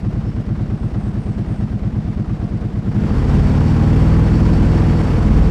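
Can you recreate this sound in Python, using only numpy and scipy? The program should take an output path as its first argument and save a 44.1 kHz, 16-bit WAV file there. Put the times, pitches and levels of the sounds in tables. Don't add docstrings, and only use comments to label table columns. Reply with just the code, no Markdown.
import sys
import numpy as np
from scipy import signal
from scipy.fft import rfft, irfft
from scipy.io import wavfile
from scipy.ndimage import uniform_filter1d

SR = 44100
rng = np.random.default_rng(int(sys.argv[2]) if len(sys.argv) > 2 else 0)


def persist_wave(psi):
    counts = np.round(np.clip(psi, -1, 1) * 32767).astype(np.int16)
    wavfile.write(sys.argv[1], SR, np.atleast_2d(counts).T)


N = 242550
TIME = np.arange(N) / SR


def undb(db):
    return 10 ** (np.asarray(db) / 20)


def unit(x):
    return x / np.sqrt(np.mean(x ** 2))


def curve(rows):
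    return np.interp(TIME, *np.transpose(rows))


def walk(rate_hz):
    hold = int(SR / rate_hz)
    steps = np.repeat(rng.standard_normal(N // hold + 1), hold)
    return 1.43 * uniform_filter1d(uniform_filter1d(steps, hold), hold)[:N]


def colour(x, points):
    point_hz, point_db = np.transpose(points)
    f = np.fft.rfftfreq(N, 1 / SR) + 1
    gain = undb(np.interp(np.log(f), np.log(point_hz), point_db))
    return irfft(rfft(x) * gain, N)


def noise(points):
    return unit(colour(rng.standard_normal(N), points))


def ring(x, modes):
    f = np.fft.rfftfreq(2 * N, 1 / SR) + 1e-6
    response = 0
    for hz, width, db in modes:
        response = response + undb(db) / (1 + 1j * (f * f - hz * hz) / (f * width)) ** 2
    return irfft(rfft(x, 2 * N) * response)[:N]


# time_s, cycle_rate_hz
SPEED = [(0, 8.8), (2.78, 8.8), (3.16, 16.3), (3.4, 18.63), (3.6, 19.1), (3.8, 19.28), (4, 19.93),
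         (4.2, 20.38), (4.4, 20.47), (4.6, 20.34), (4.8, 20.57), (5, 20.33), (5.15, 19.67), (5.3, 18.96),
         (5.5, 20.11)]
# time_s, cycle_rate_change_hz
HUNT = [(0, -.2), (.2, 1.5), (.42, -1.45), (.53, 1.2), (.76, -.97), (.9, -.08), (1.1, 1.25), (1.2, -.37),
        (1.35, .47), (1.5, -.15), (2.1, .04), (2.35, -.46), (2.57, .95), (2.68, -1.38), (2.78, 0)]


def crank():
    mean_hz = curve(SPEED)
    cycle = np.cumsum(mean_hz + curve(HUNT)) / SR
    return cycle, mean_hz


# time_s, opening_0_to_1
THROTTLE_OPENING = [(2.8, 0), (3.06, 1)]


def throttle():
    return curve(THROTTLE_OPENING)


BITE_HZ, FULL_LOAD_HZ = 11, 15


def load_at(hz):
    return np.clip((hz - BITE_HZ) / (FULL_LOAD_HZ - BITE_HZ), 0, 1)


def merged_at(hz, merge_hz=16.6, span_hz=.95):
    return 1 / (1 + np.exp((merge_hz - hz) / span_hz))


FIRING_PLACE, JOLT_LAG, SECOND_LAG = .226, .132, .28
JITTER_S, SCATTER_DB, SCATTER_LOAD_DB = .00018, .5, .8


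def stroke_times(cycle, hz, lag):
    chance = rng.standard_normal(size=100)
    marks = np.arange(len(chance)) + FIRING_PLACE
    start_s = np.interp(marks, cycle, TIME)
    beat_s = start_s + lag / np.interp(start_s, TIME, hz) + JITTER_S * chance
    beat_s = beat_s[marks < cycle[-1]]
    return (beat_s[beat_s < TIME[-1]] * SR).astype(int)


def beat(cycle, hz, load, modes, lag):
    at = stroke_times(cycle, hz, lag)
    spread_db = SCATTER_DB + SCATTER_LOAD_DB * load[at]
    pulses = np.zeros(N)
    pulses[at] = undb(spread_db * rng.standard_normal(size=100)[:len(at)])
    return ring(pulses, modes)


# pitch_hz, width_hz, relative level_db
FIRST_PIPE = [(49.4, 16.5, -4.5), (64.5, 28.4, -5.2), (186.7, 30, -9)]
# pitch_hz, width_hz, relative level_db
SECOND_PIPE = [(38.2, 12.5, -13.5), (111, 32.6, -.5), (151.7, 16.4, -2.5), (183.1, 26.5, -14),
               (214, 24.6, -10), (312, 45, -16.5)]
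# pitch_hz, width_hz, relative level_db
FRAME = [(203, 19, -6), (249.6, 70, -22), (410, 50, -30), (582, 50, -33), (750, 60, -37)]
BEATS_DB, BEATS_LOAD_DB, BEATS_MERGED_DB = -19.5, 5.5, -26


def exhaust(cycle, hz, load, thud_load_db=-6, jolt_load_db=5):
    first = beat(cycle, hz, load, FIRST_PIPE, 0) * undb(thud_load_db * load)
    jolt = beat(cycle, hz, load, FRAME, JOLT_LAG) * undb(jolt_load_db * load)
    second = beat(cycle, hz, load, SECOND_PIPE, SECOND_LAG)
    level_db = BEATS_DB + BEATS_LOAD_DB * load + BEATS_MERGED_DB * merged_at(hz)
    return unit((first + jolt + second) / np.sqrt(hz)) * undb(level_db)


# multiple of the cycle rate, relative level_db
ORDERS = [(2, 1.5), (3, 3), (4, 0.5), (5, 1), (6, -1), (7, -3.5), (8, 3.5), (9, -13.5), (10, -8.5),
          (11, -9), (12, -15.5), (13, -10.5), (14, -27), (15, -16.5), (16, -12.5), (17, -18.5), (18, -28.5),
          (19, -22.5), (21, -21), (22, -18), (23, -19), (24, -26), (26, -27.5), (28, -20), (36, -23.5),
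          (42, -21.5), (48, -27.5), (56, -26.5)]
# time_s, orders_2_to_3_db, orders_4_to_7_db, orders_from_8_db (all relative)
DRONE_LEVELS = [(3.1, 8, 5, 2.5), (3.3, -1, 2, 0.5), (3.45, 0.5, 1.5, -0.5), (3.7, -7, 2.5, -0.5),
                (4, 0.5, 3.5, -1), (4.3, -0.5, 2, -3), (4.55, 1, -0.5, -0.5), (4.8, -1.5, 2, -0.6),
                (5.05, -4.5, -2, -1.5), (5.2, 0, 0, -5.5), (5.4, 5, -1, 1), (5.5, 3, -1, -7.5)]
FIRING_GAP, SECOND_SHARE, SILENCER_SPREAD = .62, .9, .04
DRONE_DB = -16


def drone(cycle, hz, waver_db=1.03, flutter_cycles=0.0016):
    angle = cycle + flutter_cycles * walk(25)
    times, *levels = np.transpose(DRONE_LEVELS)
    lines = 0
    for order, db in ORDERS:
        group = int(order >= 4) + int(order >= 8)
        balance_db = np.interp(TIME, times, levels[group])
        gain = undb(db + balance_db + panel_lift_db(order * hz) + waver_db * walk(2.3))
        twin = np.angle(1 + SECOND_SHARE * np.exp(-2j * np.pi * order * FIRING_GAP))
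        spread = SILENCER_SPREAD * order * (order + rng.random() / 2)
        lines = lines + gain * np.sin(2 * np.pi * (order * angle + spread) + twin)
    return lines * merged_at(hz) * undb(DRONE_DB) / np.sqrt(2)


# place_in_cycle_0_to_1, decay_s, relative level_db
STROKES = [(.335, 0.0068, 0), (.385, 0.0098, 4.5), (.53, 0.016, -3), (0.799, 0.0053, -8), (.96, 0.02, 0.5)]
# frequency_hz, relative level_db per Hz
CLATTER = [(250, 5.5), (420, 9.5), (600, 1.5), (780, 2.5), (1100, 5), (1550, 1), (2300, -13), (4000, -18),
           (8000, -40), (15000, -79)]
STROKE_SCATTER_DB, FRESH_RATTLE_DB = 1.2, -2


def clatter(cycle, rise_s=0.0023):
    age = TIME[:SR // 10]
    marks = np.arange(-1, 100)
    rings = rattle = 0
    for place, decay_s, db in STROKES:
        at = np.searchsorted(cycle, marks + place)
        size = undb(db + STROKE_SCATTER_DB * rng.standard_normal(len(at)))
        heard = (at > 0) & (at < N)
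        blows = np.bincount(at[heard], size[heard], N)
        fade = np.exp(-age / decay_s) * (1 - np.exp(-age / rise_s))
        rings = rings + signal.fftconvolve(blows, fade * rng.standard_normal(len(age)))[:N]
        rattle = rattle + signal.fftconvolve(blows, fade)[:N]
    fresh = undb(FRESH_RATTLE_DB) * rattle * rng.standard_normal(N)
    return unit(colour(rings + fresh, CLATTER))


# frequency_hz, relative level_db per Hz
IDLE_NOISE = [(200, -16.5), (330, -0.5), (450, -1), (550, -6), (720, -5), (1000, -14), (2000, -19),
              (3000, -25), (4000, -29), (5400, -31), (6500, -36), (8500, -39.5), (11000, -47),
              (15000, -57.5)]
# frequency_hz, relative level_db per Hz
LOAD_NOISE = [(180, -21), (300, 4.5), (380, -1.5), (450, 3), (550, -5.5), (850, -8), (1200, -12),
              (2000, -17.5), (3000, -23), (3900, -29.5), (5500, -31), (8000, -39), (11000, -45),
              (15000, -56.5)]
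# pitch_hz, width_hz, relative level_db
CASING = [(985, 25, 17), (1780, 80, 1), (2260, 80, 0), (3740, 160, -7), (4545, 420, -1.5),
          (5305, 460, -4.5), (7600, 1000, -13)]
MACHINE_DB, MACHINE_LOAD_DB, MACHINE_DOUBLING_DB = -39.5, 4, 5
ROLL_S, ROLL_DB_PER_S = 3.14, -0.01


def machinery(cycle, hz, load, grain_db=1.19, casing_flicker_db=2.0):
    idle_whirr = undb(2.5) * np.sqrt(1 - load) * noise(IDLE_NOISE)
    load_whirr = undb(4.5) * np.sqrt(load) * noise(LOAD_NOISE)
    whirr = (idle_whirr + load_whirr) * undb(grain_db * walk(160))
    casing = unit(ring(rng.standard_normal(N), CASING))
    casing = casing * undb(-21.0 + 7.2 * load + casing_flicker_db * walk(40))
    strokes = clatter(cycle) * undb(-1.0 - 8.5 * load)
    roll_db = ROLL_DB_PER_S * np.maximum(TIME - ROLL_S, 0)
    speed_db = MACHINE_DOUBLING_DB * np.log2(hz / BITE_HZ)
    level_db = MACHINE_DB + MACHINE_LOAD_DB * load + roll_db + speed_db
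    return (whirr + casing + strokes) * undb(level_db)


# frequency_hz, relative level_db per Hz
RUMBLE = [(15, -42.5), (28, -10.5), (52, -2), (85, -5.5), (130, -3), (195, 2.5), (250, -4.5), (290, -10),
          (330, -12.5), (500, -49.5), (4000, -120)]
# pitch_hz, width_hz, relative level_db
PANELS = [(207.8, 16.5, -2.5), (245.7, 35, -1), (318.7, 35, -5)]
SHUDDER_DB, SHUDDER_LOAD_DB, HUM_DB, HUM_LOAD_DB = -30.5, 10, -38, 8


def bodywork(load):
    shudder = noise(RUMBLE) * undb(SHUDDER_DB + SHUDDER_LOAD_DB * load)
    hum = unit(ring(rng.standard_normal(N), PANELS)) * undb(HUM_DB + HUM_LOAD_DB * load)
    return shudder + hum


def panel_lift_db(hz, lift_db=8):
    lift = 0
    for centre, width, db in PANELS:
        lift = lift + (lift_db + db / 2) / (1 + (2 * (hz - centre) / width) ** 2)
    return lift


# start_s, length_s, start_pitch_hz, end_pitch_hz, trill_depth_hz, relative level_db
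BIRD = [(0.236, 0.08, 5250, 5360, 40, -51), (0.76, 0.12, 8130, 8300, 40, -58),
        (0.963, 0.15, 8720, 8700, 121, -57.5), (0.99, 0.11, 8080, 8020, 110, -56),
        (1.185, 0.07, 8800, 8800, 130, -54), (1.225, .13, 8250, 7800, 169, -56.5),
        (1.455, 0.11, 8800, 8750, 228, -56), (1.49, .15, 8230, 8160, 50, -57)]


def bird(trill_hz=95, woods_s=0.06):
    song = np.zeros(N)
    for start_s, length_s, start_hz, end_hz, depth_hz, db in BIRD:
        u = np.clip((TIME - start_s) / length_s, 0, 1)
        trill = np.sin(2 * np.pi * trill_hz * TIME) + walk(590)
        hz = start_hz + (end_hz - start_hz) * u + depth_hz * trill
        swell = np.sqrt(4 * u * (1 - u))
        song += undb(db) * swell * np.sin(2 * np.pi * np.cumsum(hz) / SR)
    echo = rng.standard_normal(SR // 2) * np.exp(-TIME[:SR // 2] / woods_s)
    smeared = signal.fftconvolve(song, echo / np.linalg.norm(echo))[:N]
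    return 0.34 * song + 0.32 * smeared


def scene():
    cycle, hz = crank()
    load = load_at(hz)
    engine = exhaust(cycle, hz, throttle()) + drone(cycle, hz)
    mix = engine + machinery(cycle, hz, load) + bodywork(load) + bird()
    return mix[None]


def record(dry, ceiling=.85, top_hz=15000):
    rounded = dry / (1 + (dry / ceiling) ** 6) ** (1 / 6)
    return signal.sosfilt(signal.ellip(8, .2, 70, top_hz, fs=SR, output="sos"), rounded)


dry = scene()
out = record(dry)
persist_wave(out)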